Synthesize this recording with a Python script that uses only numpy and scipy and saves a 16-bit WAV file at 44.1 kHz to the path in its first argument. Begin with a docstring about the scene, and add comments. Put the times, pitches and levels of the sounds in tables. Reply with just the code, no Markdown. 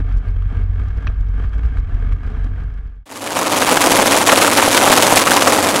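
"""First a mud truck's V8 lopes at idle, heard in the cab: its firings pump the air into a thumping,
stumbling boom and shake out bouts of muffled clatter, while a loose fitting ticks. After a second
comes one knock. By three seconds the cab has faded out, and a truck with open exhaust stacks fades in,
close by outside. Each firing sends a shock up its pipe that bounces to and fro and tears out a burst
of jet noise at every return; fuel pops join in and overload the microphone."""
import sys
import numpy as np
from scipy import signal
from scipy.fft import rfft, irfft, next_fast_len
from scipy.io import wavfile
from scipy.ndimage import uniform_filter1d, map_coordinates

SR = 44100
rng = np.random.default_rng(int(sys.argv[2]) if len(sys.argv) > 2 else 0)


def persist_wave(psi):
    """Save psi, clipped to +-1, as 16-bit WAV."""
    counts = np.round(np.clip(psi, -1, 1) * 32767).astype(np.int16)
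    wavfile.write(sys.argv[1], SR, np.atleast_2d(counts).T)


N = 255780

# speed of the engine outside: time_s, speed_rpm
OUTSIDE_SPEED = [(3.056, 799), (3.9, 803), (4.15, 772), (4.35, 803), (4.8, 795), (5.05, 820), (5.25, 812),
                 (5.4, 775), (5.55, 722), (5.8, 675)]
# prominent firings of a cycle, spaced by unequal pipes: place_in_firings, strength_db, extra_bark_db
CYLINDERS = [(.15, -1.5, -2.5), (.72, 0, -1), (1.92, -2.3, 2), (3.1, -.8, -.5), (3.58, -1.5, 2.5),
             (5.45, -4, 1), (6.12, -.8, 1)]
# harder, later burns: time_s, bark_change_db, rasp_change_db
HARD_BURNS = [(3.173, -0.5, 0), (3.366, 3, 1.5), (3.4, 2.5, 1.5), (3.475, 0.5, 0.5), (3.512, 1, 0.5),
              (3.675, -3.5, -1.5), (3.821, -1.5, 1), (3.868, 0.5, -0.5), (3.921, -0.5, 1.5),
              (3.97, -0.5, -0.5), (4.022, -0.5, 0), (4.17, -4, 1.5), (4.225, -0.5, 1.5), (4.278, -1.5, 1),
              (4.379, -0.5, 1), (4.433, 1, 2.5), (4.529, -1.5, 1.5), (4.625, -4, 0), (4.68, -3, 2),
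              (4.73, -2, 4), (4.778, -2.5, 3), (4.875, 1, 1.5), (4.925, 1, 3), (4.97, 0, 2.5),
              (5.028, -2, 2), (5.075, -0.5, 1), (5.174, -0.5, 6), (5.225, -1, 0), (5.272, -1.5, 1.5),
              (5.324, -1, 0), (5.424, -2.5, -0.5), (5.53, -1, 2.5), (5.64, -1, 1), (5.71, -1.5, 1.5),
              (5.775, 0, 0.5)]
# misfires, mostly slight dips in the exhaust: time_s, change_db
MISFIRES = [(3.192, -2.5), (3.34, -4), (3.49, -2), (3.595, -1), (3.787, -3), (3.893, -2.5), (4.042, -2.5),
            (4.099, -0.5), (4.2, -1.5), (4.254, -2), (4.345, -1), (4.393, -0.5), (4.492, -0.5),
            (4.548, -0.5), (4.648, 1), (4.85, 1), (5.147, -0.5), (5.242, -3), (5.293, 1), (5.44, 1),
            (5.499, -0.5)]
# unburnt fuel igniting in the stacks: time_s, level_db, pitch_hz, half_length_s
POPS = [(3.421, -4, 750, .005), (3.624, -4.5, 1080, .004), (3.686, -6, 980, .008), (3.723, -5.5, 870, .004),
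        (3.774, -3, 870, .005), (3.922, -6, 530, .004), (3.994, -3, 810, .008), (4.026, -3, 870, .004),
        (4.161, -4, 600, .004), (4.175, -4, 960, .005), (4.295, -2, 1150, .007), (4.327, -2, 1150, .008),
        (4.379, -5, 950, .004), (4.424, -6, 890, .004), (4.447, -4, 1300, .004), (4.48, -5, 1010, .004),
        (4.587, -2, 870, .004), (4.599, -3, 1250, .004), (4.627, -4, 820, .005), (4.68, -2, 610, .005),
        (4.777, -3, 1230, .005), (4.879, -1, 710, .005), (4.902, -4, 700, .004), (4.928, -1, 1220, .005),
        (4.979, -4, 930, .004), (4.996, -5, 1040, .003), (5.025, -5, 790, .004), (5.126, 0, 620, .004),
        (5.174, -5, 590, .005), (5.275, -2, 820, .007), (5.306, -5, 550, .004), (5.319, -1, 1070, .004),
        (5.374, -6, 1150, .005), (5.423, -4, 1100, .004), (5.475, -1, 1110, .005), (5.528, -5, 740, .005),
        (5.589, -5, 860, .004)]
# spectra of the shock leaving the pipe, the jet's bark and its rasp: frequency_hz, gain_db
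SHOCK_SPECTRUM = [(20, -13), (65, -21), (100, -15), (170, -1.5), (215, 0), (255, 3.5), (320, 1.5),
                  (390, -3), (460, -4.5), (530, 4.5), (700, -8), (1600, -10), (4000, -73)]
BARK_SPECTRUM = [(150, -23.5), (300, -5.5), (420, -2.5), (560, -0.5), (700, 1.5), (900, 2.5), (1250, -2),
                 (1600, -11.5), (2300, -10), (3200, -21), (5000, -25), (12000, -47)]
RASP_SPECTRUM = [(600, -44.5), (1500, 1.5), (3000, 1.5), (4200, -1.5), (5200, -2.5), (7000, -1.5),
                 (9000, -3.5), (10800, -4), (12500, -10), (15800, -17)]

# speed of the engine heard in the cab: time_s, firing_rate_hz
CAB_SPEED = [(0, 43), (.15, 43.6), (.45, 44), (.65, 41.6), (.77, 48), (.86, 55.5), (1.08, 50), (1.25, 45.3),
             (1.5, 50.4), (1.66, 57), (1.8, 47), (1.96, 37.4), (2.13, 44.7), (2.43, 41.2), (2.6, 48),
             (3.05, 45)]
# throb at the firing rate, and drone of the cab's air resonance: time_s, level_db
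THROB_LEVEL = [(0, -17.5), (.18, -19), (.23, -23), (.29, -19), (.46, -16.5), (.52, -22), (.63, -15),
               (.72, -19), (.79, -20), (.86, -20.5), (1.05, -21), (1.26, -17.5), (1.4, -18.5), (1.52, -20),
               (1.65, -16), (1.74, -24), (1.8, -17.5), (1.87, -32), (1.96, -19.5), (2.13, -15), (2.2, -24),
               (2.33, -20.5), (2.44, -17.5), (2.54, -22), (2.78, -20), (2.9, -19.5)]
DRONE_LEVEL = [(0, -22.5), (.14, -31), (.22, -37), (.28, -22.5), (.44, -24.5), (.51, -28), (.62, -18.5),
               (.86, -26), (1.0, -30), (1.3, -28), (1.39, -28), (1.5, -31), (1.75, -29), (1.88, -29.5),
               (2.13, -25.5), (2.24, -36), (2.42, -30), (2.54, -32), (2.63, -30), (2.75, -40)]
# strong burns thumping the cab: time_s, boom_change_db, panel_change_db
CAB_THUMPS = [(.13, 6, -8), (.177, 6.5, 4), (.29, 4, 2), (.365, 1.5, 4), (.575, 2.5, 1), (.636, -1, 3),
              (.717, 1, 1), (.84, 1.5, -1), (.883, 1, -1), (.975, 8, 3), (1.086, 3.5, 2), (1.21, 4, 2),
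              (1.287, 0, 2), (1.458, 6, -3), (1.565, 4.5, 3), (1.662, 3.5, 2.5), (1.793, 6, 1),
              (1.948, 7, 0), (2.136, 3, 4.5), (2.266, 7.5, 1.5), (2.345, 2, 0), (2.432, 2.5, -4),
              (2.517, 3, 1), (2.637, 2, 0.5)]
# stumbles of the engine, in which the boom drops: time_s, change_db
STUMBLES = [(.1, -2), (.225, -7), (.245, -9), (.34, -4), (.53, -6), (.605, -4), (.68, -6), (.76, 0),
            (.998, -9), (1.045, 0), (1.16, -4), (1.255, -3), (1.513, -5), (1.603, -8), (1.705, 0),
            (1.76, 0), (1.86, 0), (1.915, 0), (2.19, -3), (2.225, -8), (2.305, -5), (2.368, -13),
            (2.485, -5), (2.705, -7), (2.82, -8), (2.92, -5)]
# bouts of harder shaking: start_s, length_s, rise_db
SHAKES = [(0, 0.0082, 27), (0.064, 0.092, 7.5), (0.234, 0.066, 7), (0.489, 0.14, 8), (0.767, 0.13, 5.5),
          (0.942, 0.19, 4.5), (1.356, 0.11, 8), (1.52, 0.19, 4), (1.723, 0.073, 6), (1.89, 0.23, 6.5),
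          (2.226, 0.26, 7), (2.571, 0.056, 7.5)]
# harder engine beats: start_s, level_db
CLANKS = [(.421, -43), (.795, -43), (.903, -43), (1.022, -44), (1.437, -43), (1.531, -39), (1.632, -40),
          (1.65, -41), (1.77, -37), (2.121, -35.5), (2.231, -44), (2.774, -43), (2.862, -50)]
# a first touch, the hard knock and its rebound: start_s, level_db
KNOCK_BLOWS = [(1.0688, -29), (1.0707, -22), (1.0765, -35)]
# ticks of the loose fitting: start_s, level_db
TICKS = [(.124, -44), (.172, -41.5), (.183, -44.5), (.285, -43), (.306, -48), (.57, -48), (.633, -48),
         (.837, -49), (.885, -46), (.974, -44), (1.088, -49), (1.209, -45), (1.286, -51), (1.455, -48),
         (1.494, -50), (1.547, -48), (1.582, -48), (1.661, -42), (1.785, -45), (1.799, -46), (1.946, -49),
         (2.13, -43), (2.267, -48), (2.444, -43), (2.637, -47), (2.74, -47), (2.874, -50), (2.957, -50)]
# spectra of cab boom, panels, clatter through the firewall, knock contact, ticks: frequency_hz, gain_db
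BOOM_SPECTRUM = [(8, -56.5), (19, 1), (28, 3.5), (42, -0.5), (60, -0.5), (75, 1.5), (90, -8.5), (110, -11),
                 (170, -20), (300, -42), (600, -80)]
PANEL_SPECTRUM = [(70, -25.5), (120, -4), (160, -1.5), (200, -11), (250, -1.5), (350, -18), (440, -9),
                  (540, -24), (700, -15.5), (1000, -29), (2000, -66)]
CLATTER_SPECTRUM = [(500, -30), (900, -8), (1200, -2), (1400, -4), (1620, -3.5), (1950, -9), (2250, -9.5),
                    (2750, -14), (3250, -18), (3500, -21), (3850, -20.5), (4300, -25), (5100, -27),
                    (6500, -31.5), (9500, -38), (11800, -46), (14000, -59)]
CONTACT_SPECTRUM = [(400, 6), (1400, 1), (2600, 2.5), (3900, 0), (4900, -6), (5900, 3), (6600, -32)]
TICK_SPECTRUM = [(800, -28), (3000, 10), (5000, 12.5), (7000, 2.5), (10500, -4), (12000, -10.5),
                 (15000, -29)]
# resonances of the firewall and of the knocked object: frequency_hz, bandwidth_hz, gain_db
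FIREWALL_MODES = [(1203, 72, -1), (1596, 64, 1), (1717, 44, -2.5), (2198, 51, -6), (3120, 48, -14),
                  (3270, 75, -15)]
KNOCK_MODES = [(577, 130, -9), (890.3, 120, -7), (1140, 160, -3.5), (1420, 190, 2), (1680, 140, 3.5),
               (2540, 140, 3.5), (3030, 190, -5), (3400, 130, -5), (3880, 150, -10), (4120, 150, -8),
               (4860, 160, -22), (5980, 120, -10)]

ROUND_TRIP_S = 0.00517  # a shock's travel down the stack and back
BURN_S, THUMP_S, STUMBLE_S = 0.018, 0.014, 0.012  # half widths of the brief changes of level


def stacks(idle_rpm=800, bark_db_per_rpm=0.01, rasp_db_per_rpm=0.024):
    """Reflection at an open end: each returning shock inverts and throws out a puff of turbulent gas."""
    times, size_db, extra_bark_db, trip = shocks()
    length_draw, bark_draw, hiss_draw, delay_draw, front_draw, sign_draw = (
        rng.standard_normal((len(times), 6)).T)
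    nearest = np.searchsorted((times[1:] + times[:-1]) / 2, np.arange(N) / SR)
    hard_bark_db, hard_rasp_db = swells(HARD_BURNS, BURN_S)
    misfire_db, = swells(MISFIRES, BURN_S)
    flow = gas_flow(times, size_db, trip, nearest, length_draw) * amp(hard_rasp_db / 2 + misfire_db / 4)
    puffs = turbulence(flow) * amp(size_db)[nearest]
    jet = unit(puffs * amp(extra_bark_db[nearest] + bark_draw[nearest]) * noise(BARK_SPECTRUM))
    # steepened wave fronts break the hiss into crackles, with one sharp crack in each puff
    crackle = amp(4.2 * wobble(2600) + 1.5 * wobble(500))
    hiss = unit(puffs * amp(hiss_draw[nearest]) * crackle * rng.standard_normal(N))
    fronts = times + .0005 * delay_draw
    cracks = unit(pulses(fronts, amp(size_db + 3 * front_draw) * np.sign(sign_draw), 2 / SR))
    rasp = unit(coloured(hiss + amp(-7) * cracks, RASP_SPECTRUM))
    reflections = pulses(fronts, (-1) ** trip * amp(0.5 * size_db + 2 * front_draw), 0.000099)
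    thump = unit(coloured(reflections, SHOCK_SPECTRUM))
    # a faint, wavering hum at twice the firing rate
    hum = amp(3 * wobble(10)) * np.sin(2 * np.pi * 16 * cycles_turned() + 0.25 * wobble(12))
    bark = amp(-2) * jet + amp(-5) * thump + amp(-23) * hum
    over_idle_rpm = curve(OUTSIDE_SPEED) - idle_rpm
    bark_gain = amp(-13 + bark_db_per_rpm * over_idle_rpm + hard_bark_db)
    rasp_gain = amp(-16.5 + rasp_db_per_rpm * over_idle_rpm + hard_rasp_db)
    return (bark_gain * bark + rasp_gain * rasp) * amp(misfire_db)


def shocks(max_trips=9, trip_loss_db=0.8, sustain_db=-3.6, scatter_db=0.8):
    """Damped pipe echoes: a shock weakens to what the flow sustains, until the next firing overruns it."""
    t, cycles = np.arange(N) / SR, cycles_turned()
    place, strength_db, extra_bark_db = np.transpose(CYLINDERS)
    due_cycles = (np.arange(int(cycles[-1]) + 2)[:, None] + place / 8).ravel()
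    start = np.interp(due_cycles, cycles, t, right=t[-1] + 1)[:, None]
    trip = np.arange(max_trips)
    # the heat of the gas, and so the travel time, differs from firing to firing
    travel_s = ROUND_TRIP_S * (1 + rng.normal(0, .02, start.shape))
    times = start + travel_s * trip + rng.normal(0, .0002, (len(start), max_trips))
    size_db = np.maximum(np.resize(strength_db, start.shape) - trip_loss_db * trip, sustain_db)
    size_db = size_db + rng.normal(0, scatter_db, start.shape)
    bark_db = np.resize(extra_bark_db, start.shape) * np.exp(-trip / 2)
    alive = (times < np.roll(start, -1, 0) - ROUND_TRIP_S / 2) & (times < t[-1])
    return times[alive], size_db[alive], bark_db[alive], np.broadcast_to(trip, times.shape)[alive]


def cycles_turned():
    """A four-stroke cycle takes two turns: the running count of cycles of the engine outside."""
    running = np.arange(N) / SR > OUTSIDE_SPEED[0][0]
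    return np.cumsum(curve(OUTSIDE_SPEED) * running) / SR / 120


def gas_flow(times, size_db, trip, nearest, length_draw, blowdown_s=0.022, lag_s=0.003):
    """Blowdown: the emptying cylinder's outflow merges a firing's first puffs; later ones stand apart."""
    half_width_s = (0.0019 + 0.0005 * np.exp(-trip / 1.3)) * amp(1.5 * length_draw)
    age = np.arange(N) / SR - times[nearest]
    spurts = np.exp(-(age / half_width_s[nearest]) ** 2) * amp(size_db)[nearest]
    outflow = pulses(times + lag_s, (trip == 0) * amp(size_db - 8), blowdown_s)
    return spurts + outflow


def turbulence(flow, threshold_db=-8.7, calm_db=-22):
    """Onset of turbulence: a jet tears into noise above a threshold flow and hisses faintly below it."""
    tearing = (flow / amp(threshold_db)) ** 8
    return amp(calm_db) + tearing / (1 + tearing)


def pops(wander_octaves=0.55, steepening=0.6):
    """Nonlinear steepening: a fuel pop is a few steep, uneven waves at each round trip of the pipe."""
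    t, out = np.arange(N) / SR, np.zeros(N)
    wander = 2 ** (wander_octaves * wobble(900))
    for (time_s, db, hz, half_length_s), start_phase in zip(POPS, rng.uniform(0, 2 * np.pi, len(POPS))):
        near = np.abs(t - time_s) < 2 * half_length_s
        age = t[near] - time_s
        envelope = np.exp(-(age / half_length_s) ** 4)
        returns = np.minimum(2.5 * np.cos(np.pi * age / ROUND_TRIP_S) ** 4, 1)
        phase = start_phase + 2 * np.pi * hz * np.cumsum(wander[near]) / SR
        out[near] += amp(db) * envelope * returns * np.sin(phase + steepening * np.sin(phase))
    return out


def firing_phase():
    """Phase is the integral of frequency: the running count of firings heard in the cab."""
    return np.cumsum(curve(CAB_SPEED)) / SR


def cab_firings(jitter_s=0.0023):
    """Combustion varies from cycle to cycle, so the firing times are slightly uneven."""
    phase = firing_phase()
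    times = np.interp(np.arange(int(phase[-1])), phase, np.arange(N) / SR)
    return times + jitter_s * rng.standard_normal(len(times))


def cab_air(firings, resonance_hz=90.3, waver_rad=0.45):
    """Forced vibration of enclosed air: an even throb, lumps from unequal burns and a resonant drone."""
    lumps = coloured(pulses(firings, rng.standard_normal(len(firings)), 0.0027), BOOM_SPECTRUM)
    lumps = lumps - uniform_filter1d(lumps, SR // 10)
    local_rms = np.sqrt(np.abs(uniform_filter1d(lumps ** 2, SR // 10)) + 1e-12)
    throb = amp(curve(THROB_LEVEL)) * np.sin(2 * np.pi * firing_phase())
    drone_phase = 2 * np.pi * resonance_hz * np.arange(N) / SR + waver_rad * wobble(9.5)
    drone = amp(curve(DRONE_LEVEL)) * np.sin(drone_phase)
    lope_db = swells(CAB_THUMPS, THUMP_S)[0] + swells(STUMBLES, STUMBLE_S)[0]
    return (amp(-23.5) * lumps / local_rms + np.sqrt(2) * (throb + drone)) * amp(lope_db)


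def cab_body(firings, attack_s=0.053, release_s=0.04, scatter_db=4.0):
    """Structure-borne sound: panels and firewall clatter beat with the firings and swell in bouts."""
    t, shake_db = np.arange(N) / SR, np.zeros(N)
    for start_s, length_s, rise_db in SHAKES:
        ramp = np.minimum((t - start_s) / attack_s, (start_s + length_s - t) / release_s)
        shake_db += rise_db * np.clip(ramp + .5, 0, 1)
    strengths = amp(scatter_db * rng.standard_normal(len(firings)))
    beat = unit(2 + pulses(firings, strengths, 0.012))
    ring = ringing(rng.standard_normal(N), FIREWALL_MODES)
    panels = amp(-43.5 + shake_db + swells(CAB_THUMPS, THUMP_S)[1]) * beat * noise(PANEL_SPECTRUM)
    clatter_gain = amp(-52 + 0.77 * shake_db) * beat + blows(CLANKS, t60_s=0.04, attack_s=0.00076)
    return panels + clatter_gain * (noise(CLATTER_SPECTRUM) + ring)


def knock(crack_db=-12, thud_hz=115):
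    """Impact excites modes: something hard cracks, rings briefly and rebounds over a dull thud."""
    start_s = KNOCK_BLOWS[0][0]
    contact = noise(CONTACT_SPECTRUM)
    ring = ringing(contact, KNOCK_MODES)
    thud = np.sin(2 * np.pi * thud_hz * (np.arange(N) / SR - start_s))
    thud *= blows([(start_s, -26)], t60_s=0.1, attack_s=0.002)
    return blows(KNOCK_BLOWS, t60_s=0.024, attack_s=0.0002) * (ring + amp(crack_db) * contact) + thud


def fitting():
    """Brief contact gives a bright spectrum: a loose fitting ticks now and then."""
    return amp(-1) * blows(TICKS, t60_s=0.009, attack_s=0.0001) * noise(TICK_SPECTRUM)


def trees(x, delay_s=0.012, t60_s=0.35):
    """Scattering: the edge of the wood returns a faint, dull, diffuse echo."""
    t = np.arange(SR // 2) / SR
    tail = rng.standard_normal(len(t)) * amp(-60 * t / t60_s) * (t > delay_s)
    echo = signal.fftconvolve(x, tail / np.linalg.norm(tail))[:N]
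    return coloured(echo, [(500, -21), (3000, -27), (12000, -32)])


def amp(db):
    """Decibels to amplitude ratio."""
    return 10 ** (np.asarray(db) / 20)


def unit(x):
    """Normalisation to rms 1 over the time that x sounds."""
    power = x ** 2
    sounding = uniform_filter1d(power, SR // 10) > power.mean() / 20
    return x / np.sqrt(np.mean(power[sounding]))


def curve(rows):
    """Linear interpolation of (time_s, value) rows at every sample."""
    return np.interp(np.arange(N) / SR, *np.transpose(rows))


def wobble(rate_hz):
    """Smooth random modulation: a spline through rate_hz knots a second."""
    knots = rng.standard_normal(int(N * rate_hz / SR) + 4)
    return map_coordinates(knots, [np.arange(N) * rate_hz / SR])


def swells(rows, half_width_s):
    """Gaussian changes of level: one dB curve for each column after the time."""
    times, *columns = np.transpose(rows)
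    bells = np.exp(-((np.arange(N) / SR - times[:, None]) / half_width_s) ** 2)
    return [db @ bells for db in columns]


def pulses(times, sizes, width_s):
    """Convolution of an impulse train with a raised cosine, width_s from foot to foot."""
    train = np.bincount(np.clip(times * SR, 0, N).astype(int), sizes, N + 1)[:N]
    position = np.arange(-SR // 20, SR // 20) / SR / width_s
    return signal.fftconvolve(train, np.cos(np.pi * np.clip(position, -.5, .5)) ** 2, 'same')


def blows(rows, t60_s, attack_s):
    """Exponential rise and decay: the envelope of blows from (start_s, level_db) rows."""
    ages = [(np.maximum(np.arange(N) / SR - start_s, 0), db) for start_s, db in rows]
    return sum((1 - np.exp(-age / attack_s)) * amp(db - 60 * np.minimum(age / t60_s, 2))
               for age, db in ages)


def filtered(x, response):
    """Linear filtering: the spectrum of x times a complex response of frequency."""
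    size = 2 * next_fast_len(N // 2 + SR // 2)
    return irfft(rfft(x, size) * response(np.fft.rfftfreq(size, 1 / SR)), size)[:N]


def coloured(x, points):
    """Minimum-phase filtering through (frequency_hz, gain_db) points."""
    def response(hz):
        point_hz, db = np.transpose(points)
        gain = amp(np.interp(np.log(hz + 1), np.log(point_hz + 1), db))
        cepstrum = irfft(np.log(gain))
        half = len(cepstrum) // 2
        causal_fold = np.r_[1, np.full(half - 1, 2), 1, np.zeros(half - 1)]
        return np.exp(rfft(cepstrum * causal_fold))
    return filtered(x, response)


def noise(points):
    """White noise shaped to a spectrum, at rms 1."""
    return unit(coloured(rng.standard_normal(N), points))


def ringing(x, modes):
    """Modal superposition: x drives damped resonators of alternating sign; the sum has rms 1."""
    def response(hz):
        return sum((-1) ** k * amp(db) * 1j * hz * width / (centre ** 2 - hz ** 2 + 1j * hz * width)
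                   for k, (centre, width, db) in enumerate(modes))
    return unit(filtered(x, response))


def scene(cab_ends_s=3.055, fade_out_s=0.44, outside_starts_s=3.05, fade_in_s=0.77):
    """Superposition: first the cab's sources, then those outside, with linear fades through silence."""
    t = np.arange(N) / SR
    firings = cab_firings()
    inside = cab_air(firings) + cab_body(firings) + fitting() + knock()
    exhaust = stacks() + pops()
    outside = exhaust + trees(exhaust)
    fade_out = np.clip((cab_ends_s - t) / fade_out_s, 0, 1)
    fade_in = np.clip((t - outside_starts_s) / fade_in_s, 0, 1)
    return (inside * fade_out + outside * fade_in)[None]


def record(dry, full_scale=0.95, cutoff_hz=15850):
    """Saturation and band limiting: the loudest barks flatten, and the highest treble is cut off."""
    clipped = dry[0] / (1 + np.abs(dry[0] / full_scale) ** 10) ** (1 / 10)
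    return filtered(clipped, lambda hz: np.clip((cutoff_hz - hz) / 200 + .5, 0, 1))[None]


dry = scene()
out = record(dry)
persist_wave(out)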